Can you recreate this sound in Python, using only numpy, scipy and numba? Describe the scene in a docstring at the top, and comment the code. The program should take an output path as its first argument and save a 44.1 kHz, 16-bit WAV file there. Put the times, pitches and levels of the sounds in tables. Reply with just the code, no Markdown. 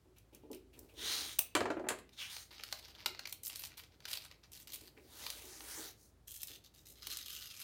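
"""Spiral notebook on a wooden table

In a quiet room, fingertips tap and brush the page and a hand swishes over it. Something like a pen
clicks, then clatters down and rings the table top. The sheet is picked at and crinkled, the notebook
is slid round, and the sheet is torn a little at a time. Rubbing, buckling and tearing are noise driven
by random slips; snaps, clicks and knocks are short, shaped bursts of noise."""
import sys
import numpy as np
from scipy import signal
from scipy.fft import rfft, irfft
from scipy.io import wavfile
from numba import njit

SR = 44100
rng = np.random.default_rng(int(sys.argv[2]) if len(sys.argv) > 2 else 0)


def file_out(sig):
    """Save sig as 16-bit WAV at sys.argv[1]."""
    # one column per channel
    cols = np.atleast_2d(sig).T
    # limit, then scale
    lim = np.clip(cols, -1, 1)
    pcm = np.round(lim * 32767).astype(np.int16)
    wavfile.write(sys.argv[1], SR, pcm)


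N = 336483
TIME = np.arange(N) / SR


def from_db(db):
    """Decibels to gain."""
    return 10 ** (np.asarray(db) / 20)


def rms_one(x):
    """Scale to unit power."""
    return x / np.sqrt(np.mean(x ** 2) + 1e-20)


def to_peak(x, db):
    """Scale the highest crest to db."""
    return from_db(db) * x / np.abs(x).max()


def at_hz(points, hz):
    """Read a table on a log-frequency axis."""
    knots, values = np.transpose(points)
    return np.interp(np.log(np.maximum(hz, 1)), np.log(knots), values)


def band(x, low_hz, high_hz, order=3):
    """Butterworth band-pass."""
    sos = signal.butter(order, [low_hz, min(high_hz, .47 * SR)], "band", fs=SR, output="sos")
    return signal.sosfilt(sos, x + 1e-18)


def colour(x, points, size=4096):
    """Minimum-phase filter with the given (Hz, dB) spectrum."""
    hz = np.arange(size // 2 + 1) * SR / size
    cepstrum = irfft(np.log(from_db(at_hz(points, hz))))
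    cepstrum[1:size // 2] *= 2
    cepstrum[size // 2 + 1:] = 0
    return signal.fftconvolve(x, irfft(np.exp(rfft(cepstrum))))[:len(x)]


@njit
def resonate(x, hz, width_hz):
    """Unity-gain resonance with a moving centre."""
    out, r = np.zeros(len(x)), np.exp(-np.pi * width_hz / SR)
    for i in range(2, len(x)):
        drive = (1 - r * r) / 2 * (x[i] - x[i - 2])
        out[i] = drive + 2 * r * np.cos(2 * np.pi * hz[i] / SR) * out[i - 1] - r * r * out[i - 2]
    return out


def drift(per_s):
    """Smooth random wander, spread about 1."""
    knots = rng.standard_normal(N // 20)
    return np.interp(TIME * per_s, np.arange(len(knots)), knots)


def add(out, start_s, piece):
    """Mix a short sound in at start_s."""
    start = max(round(start_s * SR), 0)
    out[start:start + len(piece)] += piece[:N - start]


def burst(crack_s, ring_s, ring_db, rise_s, size=4000):
    """A sudden release of tiny clicks: noise with a fast decay plus a longer shiver."""
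    t = np.arange(size) / SR
    decay = np.exp(-t / crack_s) + from_db(ring_db) * np.exp(-t / ring_s)
    return rng.standard_normal(size) * (1 - np.exp(-t / rise_s)) * decay


def slips(per_s, spread_db, slip_s, hiss_share):
    """Random slips of uneven size, each a brief shower of ticks, over steady hiss."""
    sizes = from_db(spread_db * np.minimum(rng.exponential(1, N), 2.6))
    impulses = (rng.random(N) < per_s / SR) * sizes
    power = signal.lfilter([1], [1, -np.exp(-2 / (slip_s * SR))], impulses ** 2 + 1e-18)
    return rng.standard_normal(N) * np.sqrt(power / power.mean() + hiss_share)


def facets(x, patchy_db, per_s):
    """The facets of a bending sheet favour now one band, now another."""
    edges_hz = np.geomspace(400, 18000, 15)
    return sum(band(x, low, high, order=2) * from_db(patchy_db * drift(per_s)) * (-1) ** k
               for k, (low, high) in enumerate(zip(edges_hz, edges_hz[1:])))


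def air_pocket(x, glide, width_hz, lift_db):
    """Trapped air adds a hollow ring that glides as the gap changes."""
    hz = np.interp(TIME, *np.transpose(glide))
    return x + from_db(lift_db) * resonate(x, hz, float(width_hz))


# Zones of the sheet: flex, body, fibre ticks. Each row: low edge in Hz, high edge in Hz.
ZONES_HZ = [(500, 2200), (2200, 6500), (6500, 17000)]

def zoned(x, gains):
    """Split into three zones of unit power and mix them by gains."""
    return sum(gain * rms_one(band(x, low, high)) for gain, (low, high) in zip(gains, ZONES_HZ))


def balance(bright_db, flex_db, trade):
    """Zone gains. Brightness is ticks over body; trade times that comes off the flex."""
    return from_db([flex_db - trade * bright_db, 0 * bright_db, bright_db])


def stroke(start_s, length_s, rise_s, release_s, sag_db_per_s):
    """Envelope of one hand movement: swell, sag, release."""
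    t = TIME - start_s
    swell = np.sin(np.pi / 2 * np.clip(t / rise_s, 0, 1)) ** 2
    sag = from_db(-sag_db_per_s * np.clip(t - rise_s, 0, length_s))
    release = np.exp(-np.clip((t - length_s) / release_s, 0, 20))
    return swell * sag * release


def pulls(rows, flex_db, trade, **shape):
    """Zone gains over time for a run of short efforts on the sheet; their powers add."""
    power = 0
    for start_s, length_s, db, bright_db in rows:
        level = from_db(db) * stroke(start_s, length_s, **shape)
        power = power + (balance(bright_db, flex_db, trade)[:, None] * level) ** 2
    return np.sqrt(power)


# Finger squeezes. Each row: start in s, length in s, relative level in dB, brightness in dB.
SQUEEZES = [(2.505, 0.13, -59, -13), (2.64, 0.16, -59, -6.5), (2.82, 0.088, -59, -11.5),
            (2.94, 0.11, -61, -14), (3.14, 0.11, -66, -20), (3.28, 0.052, -63.5, 3),
            (3.43, 0.051, -60.5, 13.5), (3.49, 0.053, -56, -4), (3.55, 0.12, -54, 0.5),
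            (3.68, 0.058, -66.5, -19), (3.768, 0.032, -56, -3), (3.83, 0.014, -62, -9),
            (3.91, 0.035, -71.5, -19), (4.02, 0.058, -66, -12), (4.075, 0.1, -47.5, -2),
            (4.2, 0.063, -58, -6), (4.3, 0.048, -66, -14), (4.43, 0.016, -64, -13), (4.515, .11, -62, 1.5),
            (4.67, .04, -60.5, -2), (4.715, 0.042, -54.5, 1.5), (4.78, 0.1, -63.5, -2),
            (4.965, 0.014, -68.5, -46)]
# Buckling paper. Each row: frequency in Hz, gain in dB.
CRINKLE_EQ = [(400, -11.5), (950, -7), (1250, -7.5), (1800, -5), (2800, 1.5), (3900, 6), (4900, 4.5),
              (5700, -1), (7400, -6.5), (9700, -5), (12000, -8), (14500, -1.5), (16000, -19.5)]

def crinkling():
    """The squeezed sheet buckles in sparse, uneven slips."""
    crackle = slips(per_s=260, spread_db=4, slip_s=0.0013, hiss_share=0.3)
    crackle = facets(crackle, patchy_db=2.8, per_s=60)
    effort = pulls(SQUEEZES, flex_db=-11.5, trade=0.36, rise_s=0.0077, release_s=0.012,
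                   sag_db_per_s=13.5)
    return from_db(2.13) * zoned(colour(crackle, CRINKLE_EQ), effort)


# Each row: start in s, relative peak in dB, brightness in dB.
PAPER_TICKS = [(0.183, -54, 8), (0.347, -48.5, 9), (0.514, -46, 9), (0.53, -45.5, -1.5), (0.546, -47, 7),
               (0.79, -45.5, 14), (2.091, -52, -9), (2.365, -36, -9.5), (2.596, -42, -31),
               (2.635, -33.5, -7), (2.725, -29, -8), (3.059, -20.5, -9), (3.147, -42.5, -18),
               (3.192, -33.5, -11), (3.254, -33, -16), (3.272, -36.5, -6), (3.325, -31, 2.5),
               (3.433, -37.5, 10), (3.468, -34.5, 3), (3.498, -42.5, -10), (3.557, -33, 0),
               (3.636, -35, -6), (4.003, -51, -11.5), (4.053, -37, -11), (4.081, -43.5, -34),
               (4.312, -48, -12), (4.672, -43.5, -2), (5.264, -32, -8.5), (5.301, -33.5, -1),
               (5.605, -41.5, -15), (6.417, -36.5, 16), (6.431, -32, 6), (6.471, -40, 9),
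               (7.069, -29.5, -1.5), (7.17, -32, 3.5), (7.375, -44, -4)]

def paper_ticks():
    """Light finger taps on the page, then sharp paper snaps, some dull, some bright."""
    out = np.zeros(N)
    for start_s, peak_db, bright_db in PAPER_TICKS:
        tick = burst(crack_s=0.0015, ring_s=0.0029, ring_db=4.5, rise_s=0.00062)
        tick = zoned(colour(tick, CRINKLE_EQ), balance(bright_db, flex_db=-12.5, trade=0.62))
        add(out, start_s + 0.0004, to_peak(tick, peak_db))
    return from_db(3.2) * out


# Each row: start in s, length in s, relative level in dB, brightness in dB.
TEAR_PULLS = [(6.268, 0.11, -59.5, 5), (6.395, 0.037, -56, 3), (6.47, 0.086, -56, -2),
              (6.635, 0.024, -63.5, -4), (6.735, 0.086, -68, 0), (6.85, .07, -63, 3),
              (6.95, 0.099, -63, -6.5), (7.015, 0.21, -55.5, -8.5), (7.095, 0.055, -47, -5),
              (7.175, 0.064, -54, -3.5), (7.25, .14, -50.5, -2), (7.4, 0.28, -53, -4.5),
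              (7.585, 0.059, -51.5, -3)]
# Parting fibres. Each row: frequency in Hz, gain in dB.
TEAR_EQ = [(500, -15), (960, -15), (1200, 2.5), (2300, -6.5), (2900, -1), (4300, 1.5), (4650, -3.5),
           (5000, 4), (5600, -4.5), (6400, -0.5), (7200, -7), (10000, -7), (14000, -5), (16000, -14)]
# Air pocket under the sheet. Each row: time in s, pitch in Hz.
TEAR_GLIDE = [(6.3, 3200), (7.0, 4040), (7.15, 4170), (7.3, 3060), (7.45, 2930), (7.63, 2120)]
# Loose flap. Each row: ratio to the pocket's pitch, gain in dB.
FLAP_MODES = [(.53, -2), (.8, -13), (1.25, -1)]

def tearing():
    """Fibres part in uneven runs; air pocket and flap ring hollow, rising, then sinking in pitch."""
    rasp = slips(per_s=300, spread_db=3.6, slip_s=0.0016, hiss_share=0.3)
    rasp = facets(rasp, patchy_db=2.2, per_s=35)
    pocket_hz = np.interp(TIME, *np.transpose(TEAR_GLIDE))
    flap = sum(from_db(db) * resonate(rasp, ratio * pocket_hz, width_hz=70.0)
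               for ratio, db in FLAP_MODES)
    hollow = air_pocket(colour(rasp, TEAR_EQ), TEAR_GLIDE, width_hz=150, lift_db=3)
    effort = pulls(TEAR_PULLS, flex_db=-19.5, trade=0.66, rise_s=0.01, release_s=0.015, sag_db_per_s=22)
    return from_db(1.3) * zoned(hollow + flap, effort)


# Each row: start in s, rise in s, length in s, body level in dB, initial brightness in dB.
HAND_STROKES = [(0.934, 0.2, 0.4, -37.5, -7), (2.114, 0.024, 0.026, -62.5, -7),
                (2.16, 0.056, 0.1, -44.5, -11), (2.268, 0.06, 0.16, -50.5, -3),
                (5.936, 0.095, 0.13, -84, 16.5)]
# Skin on paper. Each row: frequency in Hz, gain in dB.
SWISH_EQ = [(400, -7), (1200, 0.5), (1900, 1.5), (2600, -4.5), (3300, -1.5), (4500, -5), (5000, -2.5),
            (6800, -3.5), (7800, -15), (8400, -4.5), (9500, -9), (16000, -13)]
# Air pocket under the hand. Each row: time in s, pitch in Hz.
SWISH_GLIDE = [(0.98, 3500), (1.1, 3950), (1.17, 4240), (1.321, 3620), (2.18, 3800), (2.22, 2690),
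               (2.269, 2700), (2.331, 4200)]

def swishing(brighten_db_per_s=24):
    """Dense slips of skin on paper merge into a hiss that thins as the hand slows and lifts."""
    hiss = colour(slips(per_s=1500, spread_db=1, slip_s=0.0017, hiss_share=0.72), SWISH_EQ)
    hiss = air_pocket(hiss, SWISH_GLIDE, width_hz=700, lift_db=11.5)
    gains = 0
    for start_s, rise_s, length_s, db, bright_db in HAND_STROKES:
        thinning_db = brighten_db_per_s * np.clip(TIME - start_s - rise_s, 0, length_s)
        level = from_db(db) * stroke(start_s, length_s, rise_s, release_s=0.03, sag_db_per_s=70)
        gains = gains + level * balance(bright_db + thinning_db, flex_db=-11.5, trade=-0.3)
    return zoned(hiss, gains)


# Each row: start in s, peak in dB.
CATCH_TICKS = [(1.3876, -15.5), (1.3907, -6.5), (1.394, -19)]
# Plastic catch. Each row: frequency in Hz, gain in dB.
CLICK_EQ = [(100, -44.5), (450, -13), (2000, -10.5), (2900, -1), (4300, -12.5), (5800, -6), (7000, -13.5),
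            (9000, 0), (9800, -6.5), (12500, -6.5), (14200, -1), (16000, 2.5)]

def pen_click():
    """A small plastic catch lets go in three quick, bright ticks."""
    out = np.zeros(N)
    for start_s, peak_db in CATCH_TICKS:
        tick = burst(crack_s=0.00038, ring_s=0.002, ring_db=-17, rise_s=0.00081)
        add(out, start_s, to_peak(colour(tick, CLICK_EQ), peak_db))
    return out


# Each row: start in s, crack peak in dB, brightness in dB, relative table peak in dB.
PEN_BOUNCES = [(1.551, -17.5, -6, -27.5), (1.5645, -20.5, -9.5, -31), (1.605, -24, -12.5, -29),
               (1.655, -28, -18.5, -30.5), (1.702, -28, -16.5, -31), (1.767, -37, -43, -36.5),
               (1.795, -44, -15, -41), (1.84, -47, -52, -39), (1.867, -44, -25, -36.5),
               (1.887, -21, 1, -46), (1.903, -27.5, -10, -37.5), (1.919, -36, -15, -47),
               (1.987, -42.5, -2, -75)]
# Pen crack and wood thud. 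Each row: frequency in Hz, gain in dB.
PEN_EQ = [(400, 2), (1500, 3), (2200, -2.5), (4400, -7.5), (5800, -13), (7400, -5.5), (9000, -8),
          (11000, -12), (16000, -25)]
THUD_EQ = [(25, -68), (60, -23.5), (110, -9), (160, -24), (260, -0.5), (380, 1.5), (700, 0.5), (1100, -27),
           (2000, -24), (5000, -53.5)]

def pen_clatter():
    """The pen lands, bounces and rocks: each contact cracks, and the wood thuds and rings."""
    cracks, thuds = np.zeros((2, N))
    for start_s, peak_db, bright_db, table_db in PEN_BOUNCES:
        rise_s = 0.00032 * from_db(-bright_db / 2)  # dull contacts build more slowly
        crack = burst(crack_s=0.0018, ring_s=0.013, ring_db=-5.5, rise_s=rise_s)
        crack = zoned(colour(crack, PEN_EQ), balance(bright_db, flex_db=-3.5, trade=0.82))
        add(cracks, start_s, to_peak(crack, peak_db))
        thud = burst(crack_s=0.0057, ring_s=0.014, ring_db=-13, rise_s=0.008)
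        add(thuds, start_s, to_peak(colour(thud, THUD_EQ), table_db))
    blows = [(start_s, table_db) for start_s, _, _, table_db in PEN_BOUNCES]
    ring = table_ring(blows, contact_s=0.00052, uneven_db=6.5)
    return cracks + from_db(1.8) * thuds + from_db(-2.5) * ring


# Each row: frequency in Hz, relative level in dB, T60 in s.
TABLE_MODES = [(201, -16, 0.25), (296, 3, 0.073), (372, 5.5, 0.22), (431, 3, 0.14), (500, -14, 0.13),
               (582, -20, 0.23), (612, -20, 0.26), (743, -6.5, 0.25), (860, 4, 0.19), (910, -35, 0.19),
               (992, -1.5, .15), (1200, -5, 0.26), (1420, -9, 0.11), (1410, -24.5, 0.25)]

def table_ring(blows, contact_s, uneven_db):
    """Each blow rings the table top's modes; random strengths stand for where it lands."""
    out, t = np.zeros(N), np.arange(SR // 2) / SR
    hz, mode_db, t60_s = np.transpose(TABLE_MODES)[:, :, None]
    for start_s, peak_db in blows:
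        scatter, polarity = rng.standard_normal((2, len(TABLE_MODES), 1))
        strength = from_db(mode_db + uneven_db * scatter) * np.sign(polarity)
        strength /= 1 + (hz * contact_s) ** 4  # long contact leaves high modes still
        modes = strength * np.sin(2 * np.pi * hz * t) * from_db(-60 * t / t60_s)
        add(out, start_s, to_peak(modes.sum(axis=0), peak_db))
    return out


# Notebook speed. Each row: time in s, relative hiss level in dB.
SLIDE_SPEED = [(5.0, -79), (5.224, -51.5), (5.308, -52.5), (5.344, -58), (5.616, -60), (5.706, -50.5),
               (5.842, -52.5), (5.91, -63), (5.952, -83), (5.97, -80)]
# Card on wood. Each row: frequency in Hz, gain in dB.
SLIDE_EQ = [(400, -5), (700, -3), (1300, -3.5), (1800, -4), (2600, -8.5), (3900, -1.5), (5800, -2.5),
            (6700, -1), (7600, -5), (9000, -1), (11500, -3), (16000, -4.5)]

def sliding():
    """Card slides over wood with a hiss that follows its speed."""
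    hiss = slips(per_s=1500, spread_db=4, slip_s=0.0014, hiss_share=1)
    hiss = colour(facets(hiss, patchy_db=3.5, per_s=18), SLIDE_EQ)
    speed_db = np.interp(TIME, *np.transpose(SLIDE_SPEED), left=-np.inf, right=-np.inf)
    return from_db(speed_db + 0.5) * zoned(hiss, balance(bright_db=-0.5, flex_db=-8.5, trade=0))


# Each row: start in s, peak in dB.
FINGER_TOUCHES = [(0.16, -58.5), (0.326, -59.5), (0.346, -59), (0.424, -67.5), (0.526, -51), (0.729, -55.5),
                  (0.886, -56)]
# Fingertips on paper. Each row: frequency in Hz, gain in dB.
BRUSH_EQ = [(500, -8), (2050, -3.5), (2500, 8), (3000, 4), (4300, -3), (7000, -10), (16000, -8.5)]

def brushing():
    """Light touches on the sheet swell and fade within hundredths of a second."""
    out = np.zeros(N)
    for start_s, peak_db in FINGER_TOUCHES:
        touch = burst(crack_s=0.0095, ring_s=0.024, ring_db=-12, rise_s=0.054)
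        add(out, start_s, to_peak(colour(touch, BRUSH_EQ), peak_db))
    return out


# Each row: start in s, relative peak in dB.
HAND_BUMPS = [(0.057, -56), (0.323, -49.5), (0.359, -55), (0.434, -46), (0.45, -53), (0.502, -39),
              (0.518, -51), (3.06, -47.5), (4.81, -52.5), (4.974, -51), (5.44, -47), (5.778, -43),
              (6.499, -55.5), (6.899, -61), (7.078, -59)]

def bumping():
    """A soft hand thuds on the table and stirs mainly its low modes; the row at 3.06 s instead gives the paper
    snap there its low body."""
    thuds = np.zeros(N)
    for start_s, peak_db in HAND_BUMPS:
        thud = colour(burst(crack_s=0.0021, ring_s=0.028, ring_db=-8, rise_s=0.0054), THUD_EQ)
        add(thuds, start_s, to_peak(band(thud, 67, 436), peak_db))
    ring = table_ring(HAND_BUMPS, contact_s=0.0014, uneven_db=1.5)
    return from_db(-5) * thuds + from_db(-4.5) * ring


# Each row: start in s, length in s, level in dB.
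DRAG_STROKES = [(0.706, 0.28, -65), (0.963, 0.31, -61), (2.445, 2.2, -73), (4.637, 0.35, -71.5),
                (4.93, 0.65, -69.5), (5.55, 0.31, -63), (6.46, 0.091, -67.5), (6.82, 0.57, -77)]
# Rubbed table top. Each row: frequency in Hz, gain in dB.
DRAG_EQ = [(30, -29.5), (70, 2.5), (110, -11.5), (170, -18), (240, -6), (315, -3), (450, -5.5),
           (700, -14.5), (1500, -28.5)]

def dragging():
    """Hands and notebook drag in slow slips that make the table top murmur."""
    murmur = colour(slips(per_s=120, spread_db=2.5, slip_s=0.008, hiss_share=0.7), DRAG_EQ)
    weight = sum(from_db(db) * stroke(start_s, length_s, rise_s=0.077, release_s=0.03, sag_db_per_s=2.4)
                 for start_s, length_s, db in DRAG_STROKES)
    return rms_one(murmur) * weight


# Each row: frequency in Hz, T60 in s.
TAIL_T60 = [(200, 0.79), (800, 0.21), (2500, 0.37), (6000, 0.23), (15000, 0.18)]
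# Each row: frequency in Hz, tail gain in dB.
TAIL_EQ = [(200, -4), (1000, -6), (4000, -8), (14000, -7)]

def room(x, echo_s=0.000691, echo_gain=0.04, onset_s=0.0021):
    """Furnished room: one echo off the table, then a diffuse tail that lasts longest in the bass."""
    t, edges_hz = np.arange(SR // 2) / SR, 100 * 2 ** np.arange(0, 8, 0.7)
    tail = 0
    for low, high in zip(edges_hz, edges_hz[1:]):
        hz = np.sqrt(low * high)
        fade = from_db(-60 * t / at_hz(TAIL_T60, hz)) * (1 - np.exp(-(t / onset_s) ** 2))
        noise = band(rng.standard_normal(len(t)), low, high)
        tail = tail + from_db(at_hz(TAIL_EQ, hz)) * noise * fade / np.linalg.norm(fade)
    echo = echo_gain * np.interp(TIME - echo_s, TIME, x)
    return x + echo + signal.fftconvolve(x, tail)[:N]


# Noise floor. Each row: frequency in Hz, gain in dB.
FLOOR_EQ = [(25, -27), (45, -36), (75, 8.5), (120, 5), (170, -2.5), (380, -6), (700, -11.5), (1000, -16),
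            (2500, -23), (4000, -24), (8000, -28), (16000, -31.5)]

def background(floor_db=-69, hum_hz=55.6, hum_db=-71):
    """Faint rumble and hiss, with a low wavering hum."""
    air = rms_one(colour(rng.standard_normal(N), FLOOR_EQ))
    hum = rms_one(np.sin(2 * np.pi * hum_hz * TIME + 0.56 * drift(16)) * from_db(3.6 * drift(5.8)))
    return from_db(floor_db) * air + from_db(hum_db) * hum


def scene():
    """Paper, pen and table in one room, the same in both channels."""
    paper = swishing() + sliding() + brushing() + crinkling() + tearing() + paper_ticks()
    sound = room(paper + dragging() + pen_click() + pen_clatter() + bumping()) + background()
    return np.array([sound, sound])


def record(dry):
    """The microphone loses the deepest bass; the top is cut steeply."""
    low_hz, high_hz = 40, 16500
    heard = signal.sosfilt(signal.butter(3, low_hz, "high", fs=SR, output="sos"), dry)
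    return signal.sosfilt(signal.ellip(10, 0.2, 80, high_hz, fs=SR, output="sos"), heard)


dry = scene()
out = record(dry)
file_out(out)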